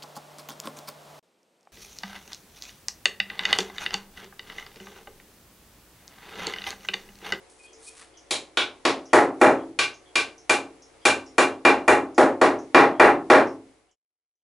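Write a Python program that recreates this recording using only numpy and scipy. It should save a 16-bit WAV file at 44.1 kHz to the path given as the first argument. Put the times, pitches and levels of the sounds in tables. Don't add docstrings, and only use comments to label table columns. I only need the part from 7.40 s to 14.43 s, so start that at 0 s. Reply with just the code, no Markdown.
import sys
import numpy as np
from scipy import signal
from scipy.fft import rfft, irfft, next_fast_len
from scipy.io import wavfile
from scipy.ndimage import uniform_filter1d

SR = 44100
rng = np.random.default_rng(int(sys.argv[2]) if len(sys.argv) > 2 else 0)


def transcribe(signal):
    frames = np.atleast_2d(signal).T
    limited = np.clip(frames, -1, 1)
    pcm = np.round(limited * 32767).astype(np.int16)
    wavfile.write(sys.argv[1], SR, pcm)


def natural_amplitude(level_db):
    exponent = np.asarray(level_db, float) / 20
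    return 10 ** exponent


N = 310093
HZ = abs(np.fft.fftfreq(16384, 1 / SR))


def evened(x):
    return x / np.sqrt(np.mean(x ** 2) + 1e-20)


def read(points, hz):
    f, value = np.transpose(points)
    return np.interp(np.log(hz + 1), np.log(f + 1), value)


def coloured(x, points):
    size = next_fast_len(x.shape[-1])
    gain = natural_amplitude(read(points, np.fft.rfftfreq(size, 1 / SR)))
    return irfft(rfft(x, size) * gain, size)[..., :x.shape[-1]]


def add(mix, s, sound):
    part = mix[..., round(s * SR):][..., :sound.shape[-1]]
    part += sound[..., :part.shape[-1]]


def peaks(modes, spread_db, detune=0.):
    hz, db, t60 = np.transpose(modes)[:, :, None]
    luck = rng.standard_normal((2, len(modes), 1))
    off = (HZ - hz * (1 + detune * luck[1])) * t60 / 1.54
    strength = t60 * natural_amplitude(db + spread_db * luck[0]) ** 2
    power = (strength / (1 + off ** 2) ** 1.77).sum(0)
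    return power / power.mean()


def broad(points):
    power = natural_amplitude(read(points, HZ)) ** 2
    return power / power.mean()


def causal(power):
    log_size = .5 * np.log(power + 1e-14)
    return np.fft.ifft(np.exp(np.conj(signal.hilbert(log_size)))).real[:len(HZ) // 2]


# pitch in Hz, level in dB.
HUM_COLOUR = [(25, -6), (90, -6), (235, -12), (295, -1), (740, -3.5), (1500, -10), (4200, -16),
              (11000, -19)]
# pitch in Hz, width in Hz, level in dB.
HUM_PITCHES = [(262, 12, -79), (320, 11, -73), (372, 12, -71.5), (446, 8, -67), (546, 20, -72),
               (727, 30, -72), (2153, 520, -72)]
# pitch in Hz, level in dB.
MAINS_TONES = [(59.2, -72), (118.4, -81.5)]


def hum():
    size = next_fast_len(N)
    a, b = rng.standard_normal((2, size))
    hz = np.fft.rfftfreq(size, 1 / SR)
    shape = sum(natural_amplitude(db) * evened(1 / (1 + (2 * (hz - f) / w) ** 2)) for f, w, db in HUM_PITCHES)
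    pitches = irfft(rfft(a) * shape, size)
    slow = uniform_filter1d(uniform_filter1d(rng.standard_normal(size), 4000), 4000)
    swell = natural_amplitude(0.79 * evened(slow))
    wash = coloured(np.array([b, natural_amplitude(-3.0) * b[::-1]]), HUM_COLOUR)
    wash = natural_amplitude(-59.5) * wash / wash[0].std()
    t = np.arange(size) / SR
    mains = sum(natural_amplitude(db) * np.sqrt(2) * np.sin(2 * np.pi * f * t) for f, db in MAINS_TONES)
    tones = np.array([[1], [.03]]) * (swell * pitches + mains)
    return (swell * wash + tones)[:, :N]


# loudest moment in seconds, level in dB,
# rise in seconds, fall in seconds, level of the dull part in dB.
STROKES = [
    (.1, -56, 0.0057, .1, -32),
    (.198, -60, 0.015, 0.017, -26),
    (.238, -54.5, 0.0085, 0.041, -22),
    (.43, -65, 0.037, 0.06, -5),
    (0.484, -42.5, 0.041, 0.021, -40),
    (.58, -50, 0.034, .05, -13),
    (.625, -59.5, 0.057, 0.047, 6),
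]


def rustle():
    s, db, rise, fall, dull_db = np.transpose(STROKES)[:, :, None]
    t = np.arange(N) / SR - s
    strokes = natural_amplitude(db - 10.5 * np.maximum(-t / rise, t / fall))
    fibres = rng.standard_normal(N) * (rng.random(N) < .08)
    bright = evened(coloured(fibres, [(1500, -28), (4000, 1), (7000, 4.5), (9000, 9.5), (11500, 2.0)]))
    dull = evened(coloured(fibres, [(500, -6.0), (1200, 3.0), (2200, 1.5), (5000, -9.5), (9000, -27)]))
    return strokes.sum(0) * bright + (strokes * natural_amplitude(dull_db)).sum(0) * dull


# start in seconds, level in dB.
BRUSH_TIMES = [(0.188, -46), (0.2345, -42), (0.4634, -40), (0.499, -59)]
# pitch in Hz, level in dB, time to die by 60 dB in seconds.
BRUSH_TONES = [(2480, 14, 0.048), (3280, -3, 0.029), (4400, 1, 0.022), (5450, -4, 0.015)]


def brushes(out):
    for s, db in BRUSH_TIMES:
        add(out, s, natural_amplitude(db + 21) * causal(peaks(BRUSH_TONES, spread_db=6.0)))


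# pitch in Hz, time to die by 60 dB in seconds.
ECHO_LENGTH = [(100, 0.8), (270, 0.4), (700, 0.34), (1800, 0.23), (4800, 0.24), (10000, 0.2)]
# pitch in Hz, left-right difference against the middle in dB.
ECHO_WIDTH = [(60, -36.5), (140, -21), (350, -26), (830, -15), (2000, -13), (4800, -10), (11500, -27.5)]
# delay in seconds, level in dB.
SINGLE_ECHOES = [(0, -20), (.0036, -14), (.0064, -18.5), (.012, -25)]


def room():
    taps = rng.standard_normal((2, SR))
    taps[1] = coloured(taps[1], ECHO_WIDTH)
    hz, t, z = signal.stft(taps, SR, nperseg=256)
    hz = hz[:, None]
    near_wall = 1 + 0.7 * np.exp(-t / 0.005) * np.clip(hz / 6000., 0, 1)
    bloom = 1 - 0.28 * np.exp(-t / .012) / (1 + (hz / 1400.) ** 2)
    far_wall = 1 + 0.22 * np.exp(-((t - 0.053) / 0.014) ** 2)
    fill_s = 0.033
    decay = natural_amplitude(-60 * (np.hypot(t, fill_s) - fill_s) / read(ECHO_LENGTH, hz))
    tail = signal.istft(z * near_wall * far_wall * bloom * decay, SR, nperseg=256)[1][:, :SR]
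    tail *= np.clip(np.arange(SR) / SR / .0012, 0, 1)
    tail /= np.linalg.norm(tail[0])
    for s, db in SINGLE_ECHOES:
        tail[0, round(s * SR * rng.uniform(.97, 1.03))] += natural_amplitude(db)
    return tail


# pitch in Hz, level in dB, time to die by 60 dB in seconds.
CLOCK_CASES = [
    [(5150, -2, .008), (5570, 0, .011), (6000, -4, .006), (6400, -2, .007), (7000, -4, .006)],
    [(2970, 0, .015), (3290, -2, .015), (4800, -14, .008)],
]


def clocks(out):
    even = np.arange(.330, N / SR, .4415)
    limping = np.arange(.262, N / SR, .4793)
    limping = limping - .003 * (np.arange(len(limping)) % 2)
    for times, db, case in zip([even, limping], [-24.5, -28.5], CLOCK_CASES):
        for s in times:
            add(out, s, natural_amplitude(db) * causal(peaks(case, spread_db=5.5, detune=0.0092)))


# pitch in Hz, level in dB, time to die by 60 dB in seconds.
TIP_TONES = [(1080, -12, .03), (2350, -9, .025), (3220, -4, .008), (3950, 0, .005), (4760, -9, .006)]
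CORNER_TONES = [(1090, -10, 0.027), (1487, -1.5, 0.014), (2317, -1.5, 0.025), (2586, -6, 0.016),
                (2970, -3, 0.0087), (3400, -1, 0.01), (3670, -3, 0.011), (4000, -8.5, 0.01)]
FLAT_TONES = [(1150, -3, 0.04), (1542, 1.5, 0.03), (2378, 4, 0.041), (2450, -8.5, .025), (2757, 0, 0.022),
              (3300, -21, 0.014), (3603, -9.5, 0.046), (4070, -10, .02), (4690, -24.5, 0.012)]


def struck_face(k):
    if k == 0:
        return TIP_TONES
    return CORNER_TONES if k < 3 else FLAT_TONES


# pitch in Hz, level in dB, time to die by 60 dB in seconds.
FRAME_TONES = [(823, 6, 0.1), (1104, -7.5, 0.013), (1104.4, 3, 0.032), (1298, -2.5, 0.065),
               (1470, -12, 0.019), (1492, -6.5, 0.043), (1850, -8.5, 0.026)]
BENCH_TONES = [(276.8, -9, 0.058), (326, 2, 0.17), (343, 15, 0.02), (432, 3, 0.039), (429.6, 5.5, 0.028),
               (546, 4, 0.49), (638.5, -3.5, 0.14)]
# pitch in Hz, level in dB.
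THUD_COLOUR = [(50, -46.5), (120, -20.5), (232, -23), (272, -9), (600, 0), (850, -3.5), (1300, -8),
               (3000, -41)]
KNOCK_COLOUR = [(200, -34), (500, -9.5), (800, 2.5), (1900, 4.5), (2900, -14), (6000, -55.5)]
TOCK_COLOUR = [(30, -62.5), (110, -30), (500, -38), (1500, -11.5), (2200, 4), (4300, -2), (6000, -8.5),
               (11000, -27.5)]
CRACK_COLOUR = [(800, -45), (3000, -11), (5000, -2), (7000, 7), (9500, 1), (12500, 3.5)]
# seconds after the blow, level in dB.
SLAP_BACKS = [(.028, -7.5), (.05, -6.5), (.078, -14.5)]


def blow(face, block_db, bench_db, crack_db, free):
    jump = np.clip((bench_db + 22.5) / 10., 0, 1)
    frame_db = bench_db + 12.5 + 0.53 * block_db
    block = free * peaks(face, spread_db=0.36) + (1 - free) * 0.52 * broad(TOCK_COLOUR)
    frame = 0.16 * peaks(FRAME_TONES, spread_db=3.5) + 0.42 * broad(KNOCK_COLOUR)
    no_deep_bass = 1 / (1 + (232.0 / (HZ + 1)) ** 8)
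    bench = .4 * peaks(BENCH_TONES, spread_db=3.5) * no_deep_bass + 0.87 * broad(THUD_COLOUR)
    body = natural_amplitude(frame_db + 33.5) ** 2 * frame + natural_amplitude(bench_db + 36.5) ** 2 * bench
    top = natural_amplitude(block_db + 28.5) ** 2 * block + natural_amplitude(crack_db + 29.0) ** 2 * broad(CRACK_COLOUR)
    out = causal(body + top)
    slap = causal(body + 0.22 * top)
    for s, db in SLAP_BACKS:
        add(out, s * rng.uniform(0.97, 1.04), jump * natural_amplitude(db) * slap)
    return out


def ring(hz, t60, rise):
    t = np.arange(SR // 2) / SR
    return natural_amplitude(-60 * t / t60) * (1 - np.exp(-t / rise)) * np.sin(2 * np.pi * hz * t)


# pitch in Hz, level in dB, time to die by 60 dB in seconds.
LEG_TONES = [(66, -47, .3), (92.6, -44, 0.54), (121.4, -41, 0.39)]


def slab(bench_db):
    luck = rng.standard_normal((len(LEG_TONES), 2))
    legs = sum(natural_amplitude(db + 4.0 * a) * ring(hz * (1 + 0.13 * b), t60, rise=0.018)
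               for (hz, db, t60), (a, b) in zip(LEG_TONES, luck))
    top_db = bench_db - 3.5 + 0.48 * min(bench_db + 24.5, 0)
    top = natural_amplitude(top_db) * ring(271 * rng.uniform(.99, 1.01), t60=0.62, rise=.012)
    return top + natural_amplitude(0.5 * (bench_db + 18.5)) * legs


# start in seconds, level in dB, level of the dull part in dB.
GRAZE_TIMES = [
    (2.0, -24., -22.5),
    (2.006, -22, 9.5),
]


def grazes(out):
    for s, db, dull_db in GRAZE_TIMES:
        power = broad(CRACK_COLOUR) + natural_amplitude(dull_db) ** 2 * broad(KNOCK_COLOUR)
        add(out, s, natural_amplitude(db) * causal(power))


# start in seconds, block level in dB, bench thud level in dB,
# contact crack level in dB, how freely the wood rings from 0 to 1.
BLOW_TIMES = [(0.9072, -19.5, -38.5, -21.5, 0.4), (1.17, -14, -34.5, -31, 0.7),
              (1.4503, -15.5, -25.5, -28.5, 0), (1.7305, -19, -15.5, -23, 0.1),
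              (2.0126, -17.5, -15.5, -25, 0.8), (2.388, -12.5, -37.5, -25, 0.4),
              (2.7542, -13, -35.5, -24, 0.4), (3.0942, -13.5, -26.5, -19.5, 0.6),
              (3.6517, -10, -25.5, -16.5, 0.6), (3.9802, -13, -21, -20.5, 0.7),
              (4.249, -10.5, -18.5, -26, 0.8), (4.4782, -15, -17.5, -22.5, 0.9),
              (4.7786, -23, -16, -28, 0.07), (5.013, -19.5, -17.5, -29, 0.3),
              (5.3444, -11.5, -14, -32, 0.6), (5.5962, -13.5, -13.5, -29.5, 0.8),
              (5.8993, -13.5, -14, -27.5, 0.5)]


def scene():
    mix = hum()
    cloth = rustle()
    shared = room()
    others = [room() for _ in range(4)]
    small = np.zeros(N)
    brushes(small)
    clocks(small)
    grazes(small)
    mix += signal.fftconvolve(small[None], others[0], axes=1)[:, :N]
    mix += np.array([[1], [.04]]) * cloth
    travel_s = .0012
    for k, (s, block_db, bench_db, crack_db, free) in enumerate(BLOW_TIMES):
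        struck = blow(struck_face(k), block_db, bench_db, crack_db, free)
        answer = 0.69 * shared + 0.52 * others[k % 4]
        add(mix, s + travel_s, signal.fftconvolve(struck[None], answer, axes=1))
        add(mix[0], s, slab(bench_db))
    left_right = np.array([mix[0] + mix[1], mix[0] - mix[1]])
    return left_right * natural_amplitude(np.array([[.2], [-.2]]))


def low_pass(x):
    return signal.sosfilt(signal.butter(12, 12130, fs=SR, output="sos"), x)


# time in seconds, gain.
FADE_OUT = [(6.0, 1.0), (6.3, 0.75), (6.5, 0.23), (6.559, 0.005)]


def record(dry):
    edge = signal.firwin(1023, 11050, window=("kaiser", 8), fs=SR)
    dry = signal.oaconvolve(dry, edge[None], "same")
    power = uniform_filter1d((dry ** 2).mean(0), 260, origin=-100)
    power_db = 10 * np.log10(abs(power) + 1e-12)
    fall = np.arange(N) * 960.0 / SR
    held_db = np.maximum.accumulate(power_db + fall) - fall
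    over_db = np.maximum(held_db + 13.0, 0)
    turned_down = dry / natural_amplitude(0.42 * uniform_filter1d(over_db, 220))
    held = 1.294 * np.tanh(turned_down / 1.204)
    upper = signal.butter(2, 110, "high", fs=SR, output="sos")
    held = dry + signal.sosfiltfilt(upper, held - dry)
    fade = np.interp(np.arange(N) / SR, *np.transpose(FADE_OUT))
    return low_pass(held * np.clip(fade, 0, 1))


dry = scene()
out = record(dry)
transcribe(out)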